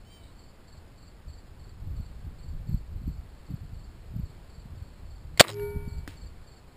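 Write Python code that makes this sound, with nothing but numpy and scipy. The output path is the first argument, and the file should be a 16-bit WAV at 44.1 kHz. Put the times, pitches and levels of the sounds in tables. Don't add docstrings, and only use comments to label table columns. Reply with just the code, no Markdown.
import sys
import numpy as np
from scipy import signal
from scipy.fft import rfft, irfft
from scipy.io import wavfile
from scipy.ndimage import uniform_filter1d

SR = 44100
rng = np.random.default_rng(int(sys.argv[2]) if len(sys.argv) > 2 else 0)


def to_wav(s):
    ch = np.atleast_2d(s).T
    pcm = np.round(np.clip(ch, -1, 1) * 32767)
    wavfile.write(sys.argv[1], SR, pcm.astype(np.int16))


def voltage_ratio(level):
    return 10 ** (np.asarray(level, float) / 20)


N = 298116


def crossbow(stop_s=5.4065, limb_hz=106.9):
    # t/s, peak
    # level/dB, f/Hz, t60/s
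    knocks = [(5.3746, -31.5, 2100, 0.0233), (5.3742, -31, 4400, 0.018), (5.3962, -2, 1480, 0.008),
              (5.3966, 0.3, 4900, .012), (5.4009, -1.5, 1900, 0.012), (5.399, -17, 67, 0.13),
              (5.404, -3, 215, 0.061), (5.401, -9, 110, .08), (5.4064, 8, 580, .018),
              (5.4082, 1.5, 700, 0.014), (5.4093, 6.5, 4480, .012), (5.4418, 3.5, 3970, 0.005),
              (5.4769, -7, 4994, .006), (5.505, -15, 5150, .006), (5.5101, -15, 3900, 0.008),
              (5.5605, -38.5, 4000, 0.0078), (5.569, -37.5, 4000, 0.0076), (5.584, -43, 4200, 0.011),
              (5.5957, -36, 2800, .012), (5.5962, -35, 1710, 0.016)]
    # f/Hz, level/dB, t60/s, swell/s while loose cables still damp them
    modes = [(107.6, 2, .33, 0.09), (150.7, -20, 0.55, .05), (212, -13, 0.3, .02), (331.5, -3, 0.24, 0.027),
             (410.8, -8, 0.66, 0.13), (820, -51.5, 1.1, .08), (917.4, -39.5, 1.49, .07),
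             (1440, -43, 1.4, .055), (1786, -50.5, 1.1, .1), (2290, -39.5, 1.45, .06)]
    # first t/s, level/dB, f/Hz, fade/dB per tick, ticks
    rattles = [(5.482, 3.5, 3900, -2.5, 3), (5.5138, -10.5, 5020, -3, 4)]
    tick_t60_s = 0.0066
    out = np.zeros(N)
    ticks = []
    for s, db, hz, fade_db, count in rattles:
        ticks += [(s + k / limb_hz, db + k * fade_db, hz, tick_t60_s) for k in range(round(count))]
    for s, db, hz, t60 in knocks + ticks:
        knock = ring(db, hz, t60)
        age = np.arange(len(knock)) / len(knock)
        grit = 0.5 * rng.standard_normal(len(knock)) * voltage_ratio(db - 18 * age)
        onset = np.minimum(age / 0.07, 1)
        add(out, s, onset * (knock + grit * min(hz / 3000, 1)))
    for hz, db, t60, swell_s in modes:
        tone = ring(db, hz, t60)
        t = np.arange(len(tone)) / SR
        add(out, stop_s, tone * (1 - np.exp(-(t / swell_s) ** 4.5)))
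    rush_gain, slap_gain = cables()
    swing = ((np.arange(N) / SR - stop_s) * limb_hz * 2 + 0.13 * walk(150)) % 1
    rush = level(band(rng.standard_normal(N), 4200, 5500) * voltage_ratio(1.7 * walk(700)), 0)
    pulse = 0.2 + np.exp(-swing / 0.2)
    blows = band(rng.standard_normal(N) * pulse * voltage_ratio(3.5 * walk(200)), 730, 1300)
    slap = 0.7 * band(blows, 540, 450) + 0.59 * band(blows, 1150, 450) + 0.7 * band(blows, 1950, 500)
    return out + rush_gain * rush + slap_gain * level(slap, 0)


def cables():
    lead_in_s, release_s, stopped_s, slack_s = 5.3925, 5.3963, 5.412, 5.504
    lead_in_db, rush_db, run_db = -40.5, -6.5, -13.5
    t = np.arange(N) / SR
    after = np.maximum(t - stopped_s, 0)
    running = (t > release_s) & (t <= stopped_s)
    leading_in = (t > lead_in_s) & (t <= release_s)
    hiss = voltage_ratio(1.5 - 620 * after) + voltage_ratio(-24 - 175 * after)
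    slack_db = -13.5 * np.clip((t - slack_s) / 0.0045, 0, 1) - 90 * np.maximum(t - slack_s, 0)
    slap = voltage_ratio(-4 - 150 * after + slack_db)
    rush_gain = voltage_ratio(lead_in_db) * leading_in + voltage_ratio(rush_db) * running + hiss * (after > 0)
    return rush_gain, voltage_ratio(run_db) * running + slap * (after > 0)


def target():
    strike_s, crack_db, thud_db, echo_db, echo_t60 = 6.0768, -28.5, -33.5, -50, 0.44
    out, t = np.zeros(N), np.arange(int(echo_t60 * SR)) / SR
    # f/Hz, level/dB, t60/s
    for hz, mode_db, t60 in ((1810, 2, 0.006), (4900, -3, 0.004), (3230, -6, 0.003), (2500, -9, 0.003),
                             (800, -13, 0.008)):
        add(out, strike_s + 0.00018, -ring(crack_db + mode_db, hz, t60))
    add(out, strike_s + 0.00084, ring(thud_db, 285.7, 0.051))
    scatter = band(rng.standard_normal(len(t)), 2600, 5000) * voltage_ratio(1.12 * walk(303)[:len(t)])
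    late = voltage_ratio(echo_db - 60 * t / echo_t60)
    early = voltage_ratio(echo_db + 9.5 - 60 * t / 0.027)
    add(out, strike_s, 2 * scatter * (late + early))
    return out


def wind():
    # t/s, strength/dB
    breeze = [(0.0, -52), (0.9, -59.5), (1.5, -47.5), (2.1, -45), (2.55, -38.5), (2.85, -45.5),
              (3.25, -41.5), (3.42, -57), (3.72, -41.5), (4.0, -47.5), (4.35, -46), (4.75, -49.5),
              (4.95, -51), (5.35, -41), (5.7, -42), (5.9, -40), (6.3, -49.5), (6.76, -61)]
    # middle t/s, length/s, strength/dB
    gusts = [(0.776, 0.08, -47.5), (1.277, 0.064, -47), (1.63, .1, -56), (1.895, 0.15, -38.5),
             (1.996, 0.096, -42.5), (2.26, 0.12, -42.5), (2.722, 0.14, -32), (2.962, 0.12, -42.5),
             (3.082, 0.11, -34), (3.52, .1, -32), (3.628, 0.064, -39), (4.178, 0.21, -36),
             (4.59, 0.063, -52), (4.745, 0.16, -42), (5.05, .1, -48), (5.766, 0.039, -36), (5.84, .12, -44),
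             (5.984, .08, -41.5), (6.103, 0.041, -42), (6.24, .1, -51)]
    # t/s, peak level/dB, f/Hz, push 1 or pull -1
    eddies = [(2.0, -28, 168.4, -1), (2.266, -30, 95, -1), (2.289, -36, 70, 1), (2.551, -29, 130, 1),
              (2.618, -32, 95, -1), (2.695, -22.5, 167, 1), (2.746, -19, 170, -1), (2.772, -33, 130, -1),
              (2.966, -25, 95, 1), (3.019, -34.5, 220, -1), (3.038, -34, 170, -1), (3.079, -22.5, 221, 1),
              (3.098, -28, 129.7, 1), (3.192, -32, 95, 1), (3.515, -26.5, 170, 1), (3.543, -23, 163, 1),
              (3.732, -31, 130.2, 1), (4.141, -33, 220, -1), (4.165, -23, 170, 1), (4.198, -22.5, 171, 1),
              (4.237, -25.5, 95, -1), (4.659, -32.5, 168, -1), (4.736, -36, 169, 1), (4.824, -28.5, 95, 1),
              (5.763, -29, 260, 1), (5.77, -22.5, 81, -1), (5.879, -26, 200, 1), (5.928, -27.5, 95, 1),
              (5.981, -33, 70.1, -1)]
    t = np.arange(N) / SR
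    force = voltage_ratio(curve(breeze)[0])
    for s, length_s, db in gusts:
        force = force + voltage_ratio(db) * np.exp(-(3 * (t - s) / length_s) ** 2)
    lumps = walk(35)
    relative = force / voltage_ratio(-40)
    out = force * level(steep(17.3, 80) * voltage_ratio(1.6 * walk(14)), -0.094)
    out += voltage_ratio(-45) * relative ** 1.3 * level(steep(80, 160) * voltage_ratio(1.7 * lumps), -4.5)
    out += voltage_ratio(-55.5) * relative ** 1.7 * level(steep(140, 310) * voltage_ratio(4.8 * lumps), -8)
    for s, db, listed_hz, push in eddies:
        hz = 0.73 * listed_hz
        u = (np.pi * np.linspace(-1, 1, int(2 * SR / hz))) ** 2
        kick = (1 - 2 * u) * np.exp(-u)
        add(out, s - 1 / hz, np.sign(push) * voltage_ratio(db) * kick)
    return out


def bird():
    # t/s, f/Hz, level of the fourth partial/dB
    notes_sung = [(0.05, 741.3, -65), (0.086, 776.2, -58), (0.146, 782, -54), (0.234, 749, -65.5),
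                  (0.264, 755, -67), (0.288, 720, -71), (0.31, 749.4, -74)]
    # levels of partials 3, 5, 6, 7 against the fourth/dB, rasp level/dB
    throat = [
        (-11, -15, -5, -10, -20),
        (-7, 0.5, -3, -11, 2),
    ]
    closes_s, closing_s = 0.205, 0.03
    first, last = notes_sung[0], notes_sung[-1]
    silent_ends = [(first[0] - 0.01, first[1], -95)], [(last[0] + 0.01, last[1], -95)]
    hz, db = curve(silent_ends[0] + notes_sung + silent_ends[1])
    third_db, fifth_db, sixth_db, seventh_db, rasp_db = curve(
        [(closes_s, *throat[0]), (closes_s + closing_s, *throat[1])])
    rough = np.interp(np.arange(N) / SR, [0.19, 0.25], [0.003, 0.012])
    phase = 2 * np.pi * np.cumsum(hz * (1 + rough * walk(130))) / SR
    stack = np.zeros(N)
    for k, partial_db in zip(range(3, 8), (third_db, 0, fifth_db, sixth_db, seventh_db)):
        stack += voltage_ratio(partial_db + 2.8 * walk(60)) * np.sin(k * phase)
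    rasp = level(steep(3700, 4030), 0) + level(steep(4250, 4800), -4)
    call = voltage_ratio(db - 2.2) * stack + voltage_ratio(db + rasp_db) * rasp
    return call + voltage_ratio(-19.5) * np.roll(call, int(0.29 * SR))


def crickets(fall_hz=650, stroke_s=0.032, gain_db=2.4, stroke_rate=21):
    # first stroke t/s, peak level/dB
    chirps = [(0.392, -65.5), (0.683, -65.5), (0.983, -65.5), (1.288, -62.5), (1.597, -67), (1.968, -67),
              (2.391, -65.5), (2.684, -66), (3.084, -67.5), (3.465, -70), (3.75, -67), (4.211, -68),
              (4.505, -68), (4.779, -69.5), (5.063, -67.5), (5.609, -65), (5.888, -62), (6.174, -62),
              (6.476, -62.5)]
    stroke_db = (1, 2.5, 1.3)
    start_hz = (4700, 4700, 4800)
    # f/Hz, bandwidth/Hz, level/dB, chirps per s
    choirs = [(4130, 150, -78.5, 2.6), (4400, 350, -75, 3.1), (4636, 150, -79, 2.8),
              (5056, 210, -80.5, 2.9)]
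    stroke_gap_s = 0.046
    out, t = np.zeros(N), np.arange(int(stroke_s * SR)) / SR
    envelope = np.hanning(len(t)) ** 0.49
    for s, db in chirps:
        for k, top_hz in enumerate(start_hz):
            detune, phase, effort = rng.standard_normal(3)
            hz = top_hz + 30 * detune - fall_hz * (t / stroke_s) ** 1.3
            tone = envelope * np.sin(2 * np.pi * np.cumsum(hz) / SR + 3 * phase)
            gain = voltage_ratio(db + stroke_db[k] + gain_db + 1.5 * effort)
            add(out, s + k * stroke_gap_s - 0.39 * stroke_s, gain * tone)
    haze = voltage_ratio(-30) * rng.standard_normal(4000) * np.exp(-np.arange(4000) / 1300)
    out += signal.fftconvolve(out, haze)[:N]
    for hz, width_hz, db, rate in choirs:
        chirp = np.sin(2 * np.pi * np.cumsum(rate * (1 + 0.11 * walk(1.5))) / SR + 6 * rng.random())
        stroke = np.sin(2 * np.pi * np.cumsum(stroke_rate * (1 + 0.062 * walk(4.6))) / SR)
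        choir = band(band(rng.standard_normal(N), hz, width_hz), hz, width_hz)
        out += level(choir * voltage_ratio(3.7 * chirp + 4 * stroke), db)
    return out


def field():
    # f/Hz, level/dB per Hz
    spectrum = [(25, 7), (70, 4), (150, -1), (300, -8.5), (600, -12.5), (1200, -17.5), (2800, -24),
                (6500, -28.5)]
    bend_hz, bend_db = np.transpose(spectrum)
    hz = np.fft.rfftfreq(N, 1 / SR) + 1
    colour = voltage_ratio(np.interp(np.log(hz), np.log(bend_hz), bend_db))
    hiss = irfft(rfft(rng.standard_normal(N)) * colour, N)
    return level(hiss * voltage_ratio(0.57 * walk(5.6)), -50.5)


def ring(db, hz, t60):
    t = np.arange(int(t60 * SR)) / SR
    return voltage_ratio(db - 60 * t / t60) * np.sin(2 * np.pi * hz * t)


def band(x, hz, width):
    return signal.lfilter(*signal.iirpeak(hz, hz / width, fs=SR), x)


def steep(lo_hz, hi_hz):
    edges = signal.butter(3, [lo_hz, hi_hz], "band", fs=SR, output="sos")
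    return signal.sosfilt(edges, rng.standard_normal(N))


def level(x, db):
    return x * voltage_ratio(db) / np.sqrt(np.mean(x ** 2))


def curve(rows):
    s, *columns = np.transpose(rows)
    return [np.interp(np.arange(N) / SR, s, c) for c in columns]


def walk(rate):
    k = int(SR / rate)
    held = np.repeat(rng.standard_normal(N // k + 1), k)
    return 1.3 * uniform_filter1d(uniform_filter1d(held, k), k)[:N]


def add(out, s, sound):
    i = int(s * SR)
    out[i:i + len(sound)] += sound[:N - i]


def scene():
    return (crossbow() + target() + wind() + bird() + crickets() + field())[None]


def ducking():
    duck_s, snap_s, sink_s = 5.4115, 0.002, 0.022
    snap_db, duck_db, climb_db_s = -22.5, -34.5, 175.5
    bottom_s = duck_s + sink_s
    return voltage_ratio(curve([(duck_s, 0), (duck_s + snap_s, snap_db), (bottom_s, duck_db),
                      (bottom_s - duck_db / climb_db_s, 0)])[0])


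def roll_off(x):
    return signal.sosfilt(signal.butter(12, 16520, fs=SR, output="sos"), x)


def record(dry):
    ceiling = 0.73
    edge = signal.butter(3, 5750, fs=SR, output="sos")
    ducked = signal.sosfilt(edge, dry * ducking())
    notched = signal.lfilter(*signal.iirnotch(6000, 15, fs=SR), ducked)
    hot = signal.resample_poly(notched, 40, 147, axis=1) / ceiling
    slow = ceiling * hot / (1 + np.abs(hot) ** 4) ** 0.25
    held = signal.resample_poly(np.repeat(slow, 4, axis=1), 147, 160, axis=1)[:, 1:N + 1]
    held = np.pad(held, ((0, 0), (0, N - held.shape[1])))
    top = signal.ellip(9, 0.2, 34, 15250, fs=SR, output="sos")
    return roll_off(signal.sosfilt(top, held))


dry = scene()
out = record(dry)
to_wav(out)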